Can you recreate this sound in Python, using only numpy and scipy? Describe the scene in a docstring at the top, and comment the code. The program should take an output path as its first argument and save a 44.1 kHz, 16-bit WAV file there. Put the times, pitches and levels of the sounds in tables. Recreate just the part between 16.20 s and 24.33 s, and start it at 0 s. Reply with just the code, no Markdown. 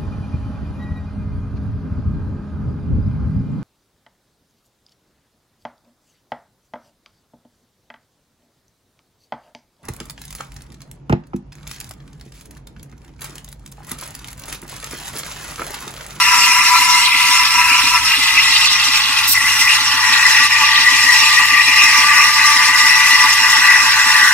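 """In a kitchen, close by, a steam wand froths milk in a steel pitcher.
Collapsing steam roars in the pitcher's air modes, screeches near 2 kHz and sizzles above; all are filtered noise.
The tip rises, tears in bubbles (short rings), spits near 3.1 s as spectrally shaped noise, then sinks.
Under it a machine hums and its pump knocks, as sines, over faint room noise."""
import sys
import numpy as np
from scipy import signal
from scipy.fft import rfft, irfft, next_fast_len
from scipy.io import wavfile
from scipy.ndimage import uniform_filter1d, minimum_filter1d

SR = 44100
rng = np.random.default_rng(int(sys.argv[2]) if len(sys.argv) > 2 else 0)


def transcribe(signal):
    """Save signal, clipped to [-1, 1], as a 16-bit WAV file at the path in sys.argv[1]."""
    frames = np.atleast_2d(signal).T
    limited = np.clip(frames, -1, 1)
    pcm = np.round(limited * 32767).astype(np.int16)
    wavfile.write(sys.argv[1], SR, pcm)


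N = 358634
TIME, HZ = np.arange(N) / SR, np.fft.rfftfreq(next_fast_len(N), 1 / SR)

# Levels in the tables are relative: trims, swells and filters act on them later.
# Wand and milk. Each row: time in seconds, how far the milk rolls 0-1, nearness of the tip to the surface 0-1,
# lean of the roar to its upper mode in dB.
WAND = [(0, 0.01, 0.1, 0.5), (.8, 0.06, 0.13, -2), (1.75, 0.08, 0.1, 1), (2.0, 0.51, 0.6, 1),
        (2.6, 0.74, 0.65, 1), (3.05, 1, 0.83, 0.5), (3.4, 0.98, 0.76, -1.5), (3.75, 1, 0.47, -0.5),
        (4.3, 1, 0.13, -1.5), (5.2, 0.99, 0.25, 0.5), (6.0, 0.98, 0.01, 2), (7.0, 0.99, 0.14, -0.5),
        (8.13, 1, 0.42, -1.5)]
# Sunken jet. Each row: time in seconds, low roar in dB, churn of the froth in dB.
ROAR = [(0, -19.5, -23), (.55, -18.5, -24), (.95, -21, -29), (1.4, -18, -23.5), (1.72, -22, -25),
        (2.0, -25, -27), (3.25, -25.5, -28), (3.9, -21, -20), (4.8, -23, -27), (5.4, -22, -27),
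        (6.0, -20.5, -18.5), (7.1, -20, -21.5), (8.13, -20, -13)]
# Air modes of the pitcher. Each row: pitch over calm milk in Hz, pitch over rolling milk in Hz, width in Hz,
# level calm in dB, level rolling in dB.
PITCHER_MODES = [(995, 885, 44, 0.5, -4.5), (1187, 1000, 22, -5.5, -5.5), (1348, 1172, 56, -3, 2.5)]
# Splash modes near the surface. Each row: pitch in Hz, width in Hz, level in dB.
SPLASH_MODES = [(871, 93, 1.5), (1101, 156, 5), (1370, 99, 4)]
# The jet heaves the milk. Each row: centre in seconds, length in seconds, change of the roar in dB.
HEAVES = [(.153, 0.058, 4), (.563, .04, 6), (1.593, .045, 2.5), (1.763, 0.095, 6.5), (2.963, 0.055, 2.5),
          (4.43, .03, 4.5), (5.213, 0.027, 5), (5.613, 0.028, 4), (5.997, 0.048, 5), (6.29, .03, 3),
          (7.053, 0.037, 3)]
# Steam collapsing in the milk. Each row: time in seconds, screech in dB, sizzle in dB.
COLLAPSE = [(0, -20.5, -14.5), (1.0, -19.5, -16), (1.65, -25.5, -17), (2.2, -18, -18.5), (2.9, -24.5, -21),
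            (3.45, -19, -17), (3.72, -23.5, -19.5), (3.95, -15, -17), (4.85, -15, -16), (5.4, -13, -12),
            (6.3, -15.5, -18), (6.95, -12, -18), (7.3, -15.5, -18), (8.13, -16.5, -20)]
# Screech pitch. Each row: time in seconds, pitch in Hz, how firmly it locks into one tone 0-1.
SCREECH_PITCH = [(0, 2000, 0.14), (.7, 2076, 0.56), (2.2, 2005, 0.3), (3.5, 1985, 0.3), (3.85, 1930, 0.31),
                 (5.3, 1932, 0.31), (5.75, 1987, 0.01), (6.5, 1965, 0.24), (6.75, 1968, 0.52),
                 (7.1, 1964, 0.57), (8.13, 1945, .3)]
# Loose screech. Each row: offset from the screech pitch in Hz, width in Hz, level in dB.
SCREECH_BANDS = [(0, 46, -7), (-72, 62, -1), (60, 165, 1.5), (0, 240, -11)]
# Upper air modes that fizz. Each row: pitch in Hz, width in Hz, level in dB.
SIZZLE_MODES = [(2300, 69, 1), (2464, 240, 3), (2544, 61, 6), (2630, 117, 3), (2790, 127, 4.5)]
# Flurries of collapsing steam. 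Each row: centre in seconds, length in seconds, change of the screech in dB,
# change of the sizzle in dB.
FLURRIES = [(.393, 0.036, 4, 1), (.95, 0.03, 6, 5), (1.027, 0.06, -0.5, 5), (1.407, .05, 5, 3),
            (1.54, 0.12, 1, 8.5), (1.923, 0.045, 1, 3.5), (2.193, .06, -12, 9.5), (2.44, .05, 2, 3),
            (3.173, .04, 9.5, -5), (3.26, 0.025, 6, -8), (3.5, .07, 5, 6), (4.063, 0.028, 6, -3),
            (4.677, 0.053, 6.5, -8), (4.897, .04, 7.5, -10), (5.617, 0.048, 0.5, 6), (6.003, .07, 2, 3.5),
            (6.927, .07, 0, 4), (7.5, 0.085, 7, 1), (8.037, 0.044, 5, -8)]
# Large steam pockets. Each row: centre in seconds, level in dB, pitch in Hz, length in seconds.
POCKETS = [(1.76, -13.5, 2740, .02), (1.93, -20, 2600, 0.01), (2.162, -9, 2620, .016),
           (2.19, -9, 2036, 0.032), (2.543, -22, 2440, 0.011), (2.558, -6, 2560, 0.0088),
           (3.166, -23, 1970, .012), (3.178, -10, 1960, 0.039), (3.21, -10, 1915, .016),
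           (3.26, -18, 2045, 0.015), (3.421, -9, 2010, 0.021), (3.479, -5, 2510, 0.01),
           (4.06, -2, 1990, 0.021)]
# Air drawn in as bubbles. Each row: time in seconds, level in dB.
BUBBLE_LEVEL = [(0, -32), (.55, -36), (.9, -19.5), (1.5, -30.5), (1.8, -24), (2.3, -22.5), (2.9, -20.5),
                (3.15, -30), (4.2, -22.5), (4.6, -20), (5.7, -25), (8.13, -26)]
# Bubble size. Each row: time in seconds, middle pitch in Hz.
BUBBLE_PITCH = [(0, 3500), (1.5, 3144), (2.5, 3576), (4.6, 3404), (6.2, 3940), (8.13, 3710)]
# The tip gulps air. Each row: centre in seconds, length in seconds, change of the bubbles in dB.
GULPS = [(.253, .05, 7), (.857, 0.097, 6.5), (1.27, .05, 10), (1.64, 0.046, 9), (2.137, .035, 0),
         (2.367, 0.029, 10.5), (2.887, 0.072, -2.5), (3.3, 0.034, 6), (4.56, 0.041, 3.5), (7.353, 0.039, 6)]
# Churn of the froth. Each row: pitch in Hz, width in Hz, level in dB.
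CHURN_MODES = [(1484, 127, -3), (1599, 84, -0.5), (1740, 57, 2.5), (1880, 120, -0.5)]
# Steam flow at the nozzle. Each row: time in seconds, hiss in dB, fine spray in dB.
JET = [(0, -20.5, -26.5), (.5, -20, -25), (1.0, -21.5, -27), (2.1, -23, -28), (2.55, -21, -36),
       (3.0, -26, -29), (3.4, -22.5, -25.5), (3.65, -25, -35), (4.1, -20, -31), (4.45, -23.5, -35),
       (4.95, -18.5, -28), (5.35, -24.5, -30), (5.75, -20, -29.5), (7.6, -20.5, -29), (8.13, -21, -28.5)]
# Colour of the nozzle hiss. Each row: frequency in Hz, density in dB.
HISS_COLOUR = [(600, -22), (900, -12), (2900, -0.5), (3500, -5), (4050, 0.5), (4550, -3.5), (5550, 6),
               (6700, -6), (7450, -2), (8300, -11), (9400, -9), (10900, -13), (16000, -23.5)]
# Colour of the fine spray. Each row: frequency in Hz, density in dB.
SPRAY_COLOUR = [(5000, -14), (9000, 5.5), (10200, 3), (10900, -5), (11600, 1.5), (13300, -4), (14500, -5),
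                (15700, -12)]
# The steam flow falters. Each row: centre in seconds, length in seconds, change of the hiss in dB,
# change of the sound in the milk in dB.
FALTERS = [(.913, 0.1, -5.5, -1.5), (1.293, 0.031, -6, -5.5), (1.69, 0.048, 2.5, -2),
           (1.823, 0.056, -5, -5), (1.98, 0.02, -5, -5), (2.49, 0.026, -8, -5), (3.195, .018, 0, -5),
           (4.287, 0.022, -8, -10), (5.273, .03, 2.5, -4.5), (5.447, 0.035, 0.5, -5.5),
           (6.14, .04, 0.5, -6), (6.52, 0.034, -6, 0), (7.167, 0.03, -2, -5.5), (7.717, 0.07, -4, -2.5)]
# The nozzle spurts. Each row: centre in seconds, length in seconds, change of the hiss in dB.
SPURTS = [(.473, .04, 1.5), (1.103, 0.02, 0), (2.44, .038, 3.5), (2.52, 0.027, 3), (2.6, 0.025, -2),
          (2.777, 0.025, 6.5), (3.413, 0.035, 5), (3.553, 0.036, 4), (5.647, 0.041, 2.5),
          (5.78, 0.029, 2.5), (6.99, 0.032, 1)]
# The tip breaks the surface. 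Each row: centre in seconds, length in seconds, share of the jet in free air 0-1.
BREAKS = [(3.101, 0.059, 0.68), (3.13, 0.03, 0.62), (3.41, 0.13, 0.07)]
# Colour of the spit. Each row: frequency in Hz, density in dB.
SPIT_COLOUR = [(2500, -40), (3600, 0), (4500, 4.5), (5600, -14), (7500, 5), (9000, 4), (11000, 1),
               (13300, 8), (15700, 3.5)]
# Echo off the milk cancels one pitch. Each row: time in seconds, pitch in Hz, depth 0-1.
ECHO_NULL = [(0, 1500, 1), (1.8, 1380, .9), (2.1, 1470, 0.8), (3.5, 1120, 0), (3.8, 1249, 1),
             (5.4, 1400, 1), (7.0, 1330, .05)]
# Pump strokes. Each row: time in seconds, level in dB.
PUMP_STROKES = [(0.171, -41), (0.279, -39), (0.401, -43), (0.588, -39), (0.739, -43), (0.946, -40),
                (1.074, -38), (1.225, -42), (1.357, -39), (1.511, -36), (1.64, -32.5), (1.815, -41),
                (1.976, -34), (2.144, -35.5), (2.3, -41), (2.517, -40), (2.68, -36.5), (2.885, -39),
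                (3.079, -38), (3.225, -41), (3.392, -40), (3.597, -39), (3.736, -39), (3.906, -35),
                (4.039, -40), (4.211, -36.5), (4.405, -40), (4.59, -40), (4.723, -36), (4.843, -36),
                (5.023, -38), (5.204, -41), (5.32, -37), (5.481, -35), (5.636, -37), (5.776, -36),
                (5.955, -46), (6.187, -41), (6.356, -38), (6.49, -39), (6.629, -38), (6.918, -38),
                (7.047, -38), (7.202, -37.5), (7.384, -40), (7.618, -38), (7.858, -38), (8.023, -40)]
# Casing modes. Each row: pitch in Hz, level in dB, decay by 60 dB in seconds.
CASING_MODES = [(162, -8, 0.074), (226, 2, 0.14), (259.8, 3.5, 0.21), (283.8, 5, 0.18), (388, -1, 0.12)]
# Machine hum. Each row: time in seconds, level in dB.
HUM_LEVEL = [(0, -45.5), (.8, -49.5), (1.1, -46.5), (3.5, -44.5), (6, -44.5), (8.13, -46)]
# Colour of the kitchen air. Each row: frequency in Hz, density in dB.
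ROOM_COLOUR = [(20, -3), (33, -5), (47, 6), (65, -1), (130, 3.5), (170, -3), (220, 8.5), (340, -11),
               (520, -36), (650, -33), (900, 11), (2000, -50)]
# Low rumble swells. Each row: centre in seconds, length in seconds, level in dB.
RUMBLES = [(.45, 1.0, -49), (1.85, 0.69, -44), (2.599, 0.18, -53), (3.25, .4, -47), (4.097, 0.19, -53),
           (7.72, .13, -47)]
# Two microphone ports. Each row: frequency in Hz, likeness 0-1, left over right in dB, left lead in radians.
PORTS = [(550, .85, 1, 0), (770, .96, 6, .1), (890, .96, -1, .1), (1000, .95, 5, .7), (1170, .96, 0, .1),
         (1400, .9, 0, .7), (1600, .7, -4, 1.6), (1850, .85, 8, .4), (2030, .92, 3, .2), (2220, .5, 1, -1),
         (2420, .88, 5, 0), (2750, .75, -1, .9), (3400, .65, 0, 2.1), (4300, .45, -1.5, 2.5),
         (5200, .5, -1, 2.6), (6000, .3, 0, 1.6), (7500, .35, 1.5, 1.5), (10000, .25, -1, 1.7),
         (16000, .25, 0, 1.6)]


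def amp(db):
    """Decibels to gain."""
    return 10 ** (np.asarray(db) / 20)


def unit(x):
    """Scales to rms 1."""
    return x / np.sqrt(np.mean(x ** 2) + 1e-20)


def curves(rows):
    """Each column of a time table, at every sample."""
    s, *columns = np.transpose(rows)
    return [np.interp(TIME, s, c) for c in columns]


def spectra(rows):
    """Each column of a frequency table, at every bin, on a log frequency axis."""
    hz, *columns = np.transpose(rows)
    return [np.interp(np.log(HZ + 1), np.log(hz + 1), c) for c in columns]


def tip_nearness():
    """Nearness of the tip to the surface, 0-1."""
    return np.clip(curves(WAND)[1], 0, 1)


def resonances(modes):
    """Gain of a set of steep-sided resonances, summed in power."""
    power = sum((amp(db) / (1 + (2 * (HZ - hz) / width_hz) ** 2)) ** 2 for hz, width_hz, db in modes)
    return np.sqrt(power)


def noise(gain, channels=2):
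    """Unrelated noises of rms 1 with the given colour."""
    real, imag = rng.standard_normal((2, channels, len(HZ)))
    return unit(irfft((real + 1j * imag) * gain)[:, :N])


def slow_noise(rate_hz):
    """One noise of rms 1 below the given rate."""
    return noise(1 / (1 + (HZ / rate_hz) ** 4), channels=1)


def flutter(rate_hz, depth_db):
    """A random gain of mean power 1 that wanders up to the given rate."""
    return unit(amp(depth_db * slow_noise(rate_hz)))


def wander(depth_db, rate_hz=9):
    """A random drift of level, in dB."""
    return depth_db * slow_noise(rate_hz)[0]


def swells(events):
    """Bell-shaped swells (centre, length at half height, heights), one summed curve per height column."""
    s, length_s, *heights = np.transpose(events)
    half_lengths = np.minimum(2 * abs(TIME - s[:, None]) / length_s[:, None], 10)
    return np.array(heights) @ np.exp(-np.log(2) * half_lengths ** 2)


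def add(mix, s, sound):
    """Lays a sound into a track at time s."""
    part = mix[max(round(s * SR), 0):][:len(sound)]
    part += sound[:len(part)]


def whistle(hz, width_hz, steady=0.047):
    """A narrow turbulent resonance on a pitch curve; feedback to the jet evens out its swells."""
    turn = np.exp(2j * np.pi * np.cumsum(hz) / SR)
    slow = noise(1 / (1 + (2 * HZ / width_hz) ** 2), channels=4)
    swell = slow[:2] + 1j * slow[2:]
    evened = swell / (1 + abs(swell) ** 2) ** steady
    return unit((evened * turn).real)


def patchy(x, depth_db, span_hz, span_s):
    """Shifting foam lifts and shades small patches of the spectrum."""
    z = signal.stft(x, nperseg=512)[2]
    field = rng.standard_normal(z.shape[:0:-1]).T
    for axis, span in enumerate([span_hz * 512 / SR, span_s * SR / 256]):  # in bins, in frames
        kernel = np.exp(-(np.arange(-40, 41) / span) ** 2)
        field = signal.fftconvolve(field, np.expand_dims(kernel, 1 - axis), "same", axes=axis)
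    gain = unit(amp(depth_db * unit(field)))
    return signal.istft(z * gain, nperseg=512)[1][:, :N]


def reflect(x, t60_s, wet_db):
    """Steel walls and counter answer with a short noise tail, another on each path; path 0 has the direct sound."""
    t = np.arange(SR // 4) / SR
    tail = rng.standard_normal((2, len(t))) * np.exp(-np.log(1000) * t / t60_s)
    tail *= amp(wet_db) / np.linalg.norm(tail, axis=1, keepdims=True)
    tail[0, 0] += 1
    return signal.oaconvolve(x[None], tail / np.linalg.norm(tail[0]), axes=1)[:, :N]


def roar(level_db, ring_db=-2.0, splash_db=-1, body_db=-33):
    """The sunken jet drives the air modes, which sink as froth builds; near the surface they blur into a splash."""
    rolling, surface = np.clip(curves(WAND)[0], 0, 1), tip_nearness()
    lean_db = curves(WAND)[2]
    sunken = 0
    for k, (calm_hz, rolling_hz, width_hz, calm_db, rolling_db) in enumerate(PITCHER_MODES):
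        mode_db = calm_db + (rolling_db - calm_db) * rolling + (k - 1) * lean_db
        sunken = sunken + amp(mode_db) * whistle(calm_hz + (rolling_hz - calm_hz) * rolling, width_hz)
    splash = noise(resonances(SPLASH_MODES))
    air = np.sqrt(1 - surface) * amp(ring_db) * sunken + np.sqrt(surface) * amp(splash_db) * splash
    # the small pitcher radiates little below its lowest air mode
    air = signal.sosfilt(signal.butter(6, 740, "highpass", fs=SR, output="sos"), air)
    body = noise(resonances([(507, 79, 5), (610, 62, -10.0)]))
    body *= amp(body_db) * (0.098 + 0.73 * rolling) * np.sqrt(1 - surface)
    return amp(level_db) * (air + body) * flutter(rate_hz=33, depth_db=.5)


def screech(level_db, locked_width_hz=42):
    """The steam pocket at the tip pulses near one pitch, and at times locks into a purer whistle."""
    pitch_hz, locked = curves(SCREECH_PITCH)
    locked = np.clip(locked, 0, 1)
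    loose = unit(sum(amp(db) * whistle(pitch_hz + offset_hz, width_hz)
                     for offset_hz, width_hz, db in SCREECH_BANDS))
    tone = np.sqrt(1 - locked) * loose + np.sqrt(locked) * whistle(pitch_hz, locked_width_hz)
    return amp(level_db) * tone * flutter(rate_hz=55, depth_db=1.5)


def ringing(modes, level_db, unrest_db):
    """Steam collapses in uneven bursts and keeps a group of resonances ringing."""
    return amp(level_db) * noise(resonances(modes)) * flutter(rate_hz=35, depth_db=unrest_db)


def sizzle(level_db, trim_db=-2.0):
    """Steam collapsing under the surface fizzes in the upper air modes, patchy with foam."""
    fizz = ringing(SIZZLE_MODES, level_db + trim_db, unrest_db=1.33)
    return patchy(fizz, depth_db=3.0, span_hz=100, span_s=0.03)


def bubbles(level_db, count=14000, scatter=0.1977, cycles=7, rise=0.017, spread_db=2.0,
            trim_db=-1.5, sunken_db=-5.0):
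    """Torn-in air bubbles ring briefly at the pitch of their size, rising a little, with a phase per path."""
    t, out = np.arange(768) / SR, np.zeros((2, N))
    when, size, strength, place = rng.random((count, 4)).T
    starts_s = when * N / SR
    middle_hz = np.interp(starts_s, *np.transpose(BUBBLE_PITCH))
    pitches_hz = middle_hz * np.exp(scatter * np.sqrt(3) * (2 * size - 1))
    gains = amp(spread_db * np.minimum(-np.log(strength), 3))
    turns = np.exp(2j * np.pi * place)
    for s, hz, gain, turn in zip(starts_s, pitches_hz, gains, turns):
        age = t * hz / cycles
        ring = gain * age * np.exp(-age + 2j * np.pi * hz * t * (1 + rise * age / 10))
        add(out[0], s, ring.imag)
        add(out[1], s, (ring * turn).imag)
    return amp(level_db + trim_db + sunken_db * (0.5 - tip_nearness())) * unit(out)


def churn(level_db, trim_db=-2.47):
    """Churning froth keeps a group of resonances ringing unevenly."""
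    return ringing(CHURN_MODES, level_db + trim_db, unrest_db=2.0)


def pockets(trim_db=-1):
    """Each large steam pocket swells and dies as a short squeal while it collapses."""
    out = np.zeros(N)
    for s, db, hz, length_s in POCKETS:
        t = np.arange(round(length_s * SR)) / SR
        squeal = np.hanning(len(t)) * np.sin(2 * np.pi * (hz * t + rng.random()))
        add(out, s - length_s / 2, np.sqrt(2) * amp(db + trim_db) * squeal)
    return reflect(out, t60_s=0.023, wet_db=-4)


def hiss(hiss_db, spray_db, wall_db=-13):
    """Nozzle hiss and fine spray, bounced a few times inside the steel pitcher."""
    jet = amp(hiss_db + 1.5) * noise(amp(spectra(HISS_COLOUR)[0]))
    jet += amp(spray_db - 2.5) * noise(amp(spectra(SPRAY_COLOUR)[0]))
    walls = np.zeros((2, SR // 100))
    delays = rng.integers(SR // 1000, SR // 100, size=(2, 6))  # 1 to 10 ms
    signs = rng.choice([-1, 1], size=(2, 6))
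    np.put_along_axis(walls, delays, amp(wall_db) * signs, axis=1)
    walls[:, 0] = 1
    jet = signal.oaconvolve(jet, walls / np.linalg.norm(walls[0]), axes=1)[:, :N]
    return patchy(jet, depth_db=2.5, span_hz=233, span_s=0.013) * flutter(rate_hz=75, depth_db=0.7)


def spit(free):
    """The tip out of the milk blows a rough burst of noise into free air."""
    burst = noise(amp(spectra(SPIT_COLOUR)[0]))
    return amp(-10.5) * free * burst * flutter(rate_hz=170, depth_db=-1.0)


def cancel(x, width_hz=70):
    """The echo off the milk cuts a narrow notch that moves with the surface."""
    hz, depth = curves(ECHO_NULL)
    turn, r = np.exp(2j * np.pi * np.cumsum(hz) / SR), np.exp(-np.pi * width_hz / SR)
    band = 2 * (turn * signal.lfilter([1 - r], [1, -r], x / turn)).real
    return x - np.clip(depth, 0, 1) * band


def shallow_dip(x, dip_hz=3380, width_hz=520, depth=0.19):
    """A shallow dip near 3.4 kHz in the steam sound, shallower as the tip nears the surface."""
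    band = signal.lfilter(*signal.iirpeak(dip_hz, dip_hz / width_hz, fs=SR), x)
    return x - depth * (1 - tip_nearness()) * band


def machine(hum_hz=100, knock_db=-5.5, swell_s=0.015, lead_s=0.012):
    """Pump strokes ring the casing modes, with reflections, over a steady-pitched hum."""
    t, knocks = np.arange(SR // 5) / SR, np.zeros(N)
    onset = 2 * (1 - np.exp(-(t / swell_s) ** 2))
    for s, db in PUMP_STROKES:
        casing = 0
        for hz, level_db, t60_s in CASING_MODES:
            decay = amp(level_db) * np.exp(-np.log(1000) * t / t60_s)
            casing = casing + decay * np.sin(2 * np.pi * (hz * t + rng.random()))
        add(knocks, s - lead_s, amp(db + knock_db) * casing * onset)
    hum = np.sqrt(2) * amp(curves(HUM_LEVEL)[0]) * np.sin(2 * np.pi * hum_hz * TIME)
    echoes = amp(-8) * reflect(knocks, t60_s=0.18, wet_db=3)
    return knocks + echoes + hum * flutter(rate_hz=7.6, depth_db=0.2)


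def room(air_db=-44, rumble_floor_db=-63, rumble_trim_db=-2, apart_db=-12):
    """Kitchen air and a swelling low rumble, as coloured noise nearly alike at both ports."""
    air = amp(air_db) * noise(amp(spectra(ROOM_COLOUR)[0]))
    swell = swells([(s, length_s, amp(db)) for s, length_s, db in RUMBLES])[0]
    rumble = (amp(rumble_floor_db) + swell) * noise(resonances([(47, 24, -6), (80, 130, -10)]))
    mid, side = air + amp(rumble_trim_db) * rumble
    return np.array([mid + amp(apart_db) * side, mid - amp(apart_db) * side])


def ports(paths):
    """Two microphone ports share the first path and differ by the second; their mean keeps its level."""
    same, balance_db, lead_rad = spectra(PORTS)
    same, tilt = np.clip(same, 0, 1), amp(balance_db / 2)
    near, scattered = rfft(paths, 2 * (len(HZ) - 1))
    right = (same * near + np.sqrt(1 - same ** 2) * scattered) * np.exp(-1j * lead_rad)
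    mean = np.sqrt(tilt ** 2 + tilt ** -2 + 2 * same * np.cos(lead_rad)) / 2
    return irfft(np.array([near * tilt, right / tilt]) / mean)[:, :N]


def scene(spray_share=0.29, sizzle_share=0.75, gurgle_share=0.46):
    """Jet in the milk, jet in the air, machine and room; unsteady steam flow moves several layers together."""
    falter_db, sunken_db = swells(FALTERS)
    # near the surface, slopping milk covers and bares the tip
    gurgle_db = tip_nearness() * wander(depth_db=2.0, rate_hz=33)
    nozzle_db = falter_db + swells(SPURTS)[0] + gurgle_share * gurgle_db + wander(depth_db=0.9)
    roar_db, churn_db = curves(ROAR) + sunken_db
    screech_db, sizzle_db = curves(COLLAPSE) + swells(FLURRIES)
    bubble_db = curves(BUBBLE_LEVEL)[0] + swells(GULPS)[0] + gurgle_db + wander(depth_db=2.1)
    hiss_db, spray_db = curves(JET)
    free = sum(share * np.exp(-2 * (2 * (TIME - s) / length_s) ** 4) for s, length_s, share in BREAKS)
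    free = np.clip(free, 0, 1)

    milk = roar(roar_db + swells(HEAVES)[0])
    milk += screech(screech_db + sunken_db)
    milk += sizzle(sizzle_db + sizzle_share * sunken_db + gurgle_db)
    milk += bubbles(bubble_db)
    milk += churn(churn_db + wander(depth_db=1.1))
    jet = hiss(hiss_db + nozzle_db, spray_db + spray_share * nozzle_db + wander(depth_db=0.1))
    # while the tip is out of the milk, the milk falls quieter
    steam = shallow_dip(cancel(milk * (1 - 0.86 * free) + jet))
    return ports(steam + spit(free) + pockets()) + machine() + room()


def record(dry, ceiling=1.21, edge_hz=15750):
    """A fast limiter holds peaks to the ceiling, a clip cuts them at full scale, then a low-pass."""
    needed_gain = np.minimum(1, ceiling / (abs(dry).max(axis=0) + 1e-9))
    gain = uniform_filter1d(minimum_filter1d(needed_gain, size=133), size=133)  # 3 ms
    limited = np.clip(dry * gain, -1, 1)
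    lowpass = signal.firwin(511, edge_hz, window=("kaiser", 9), fs=SR)
    return signal.oaconvolve(limited, lowpass[None], "same")


dry = scene()
out = record(dry)
transcribe(out)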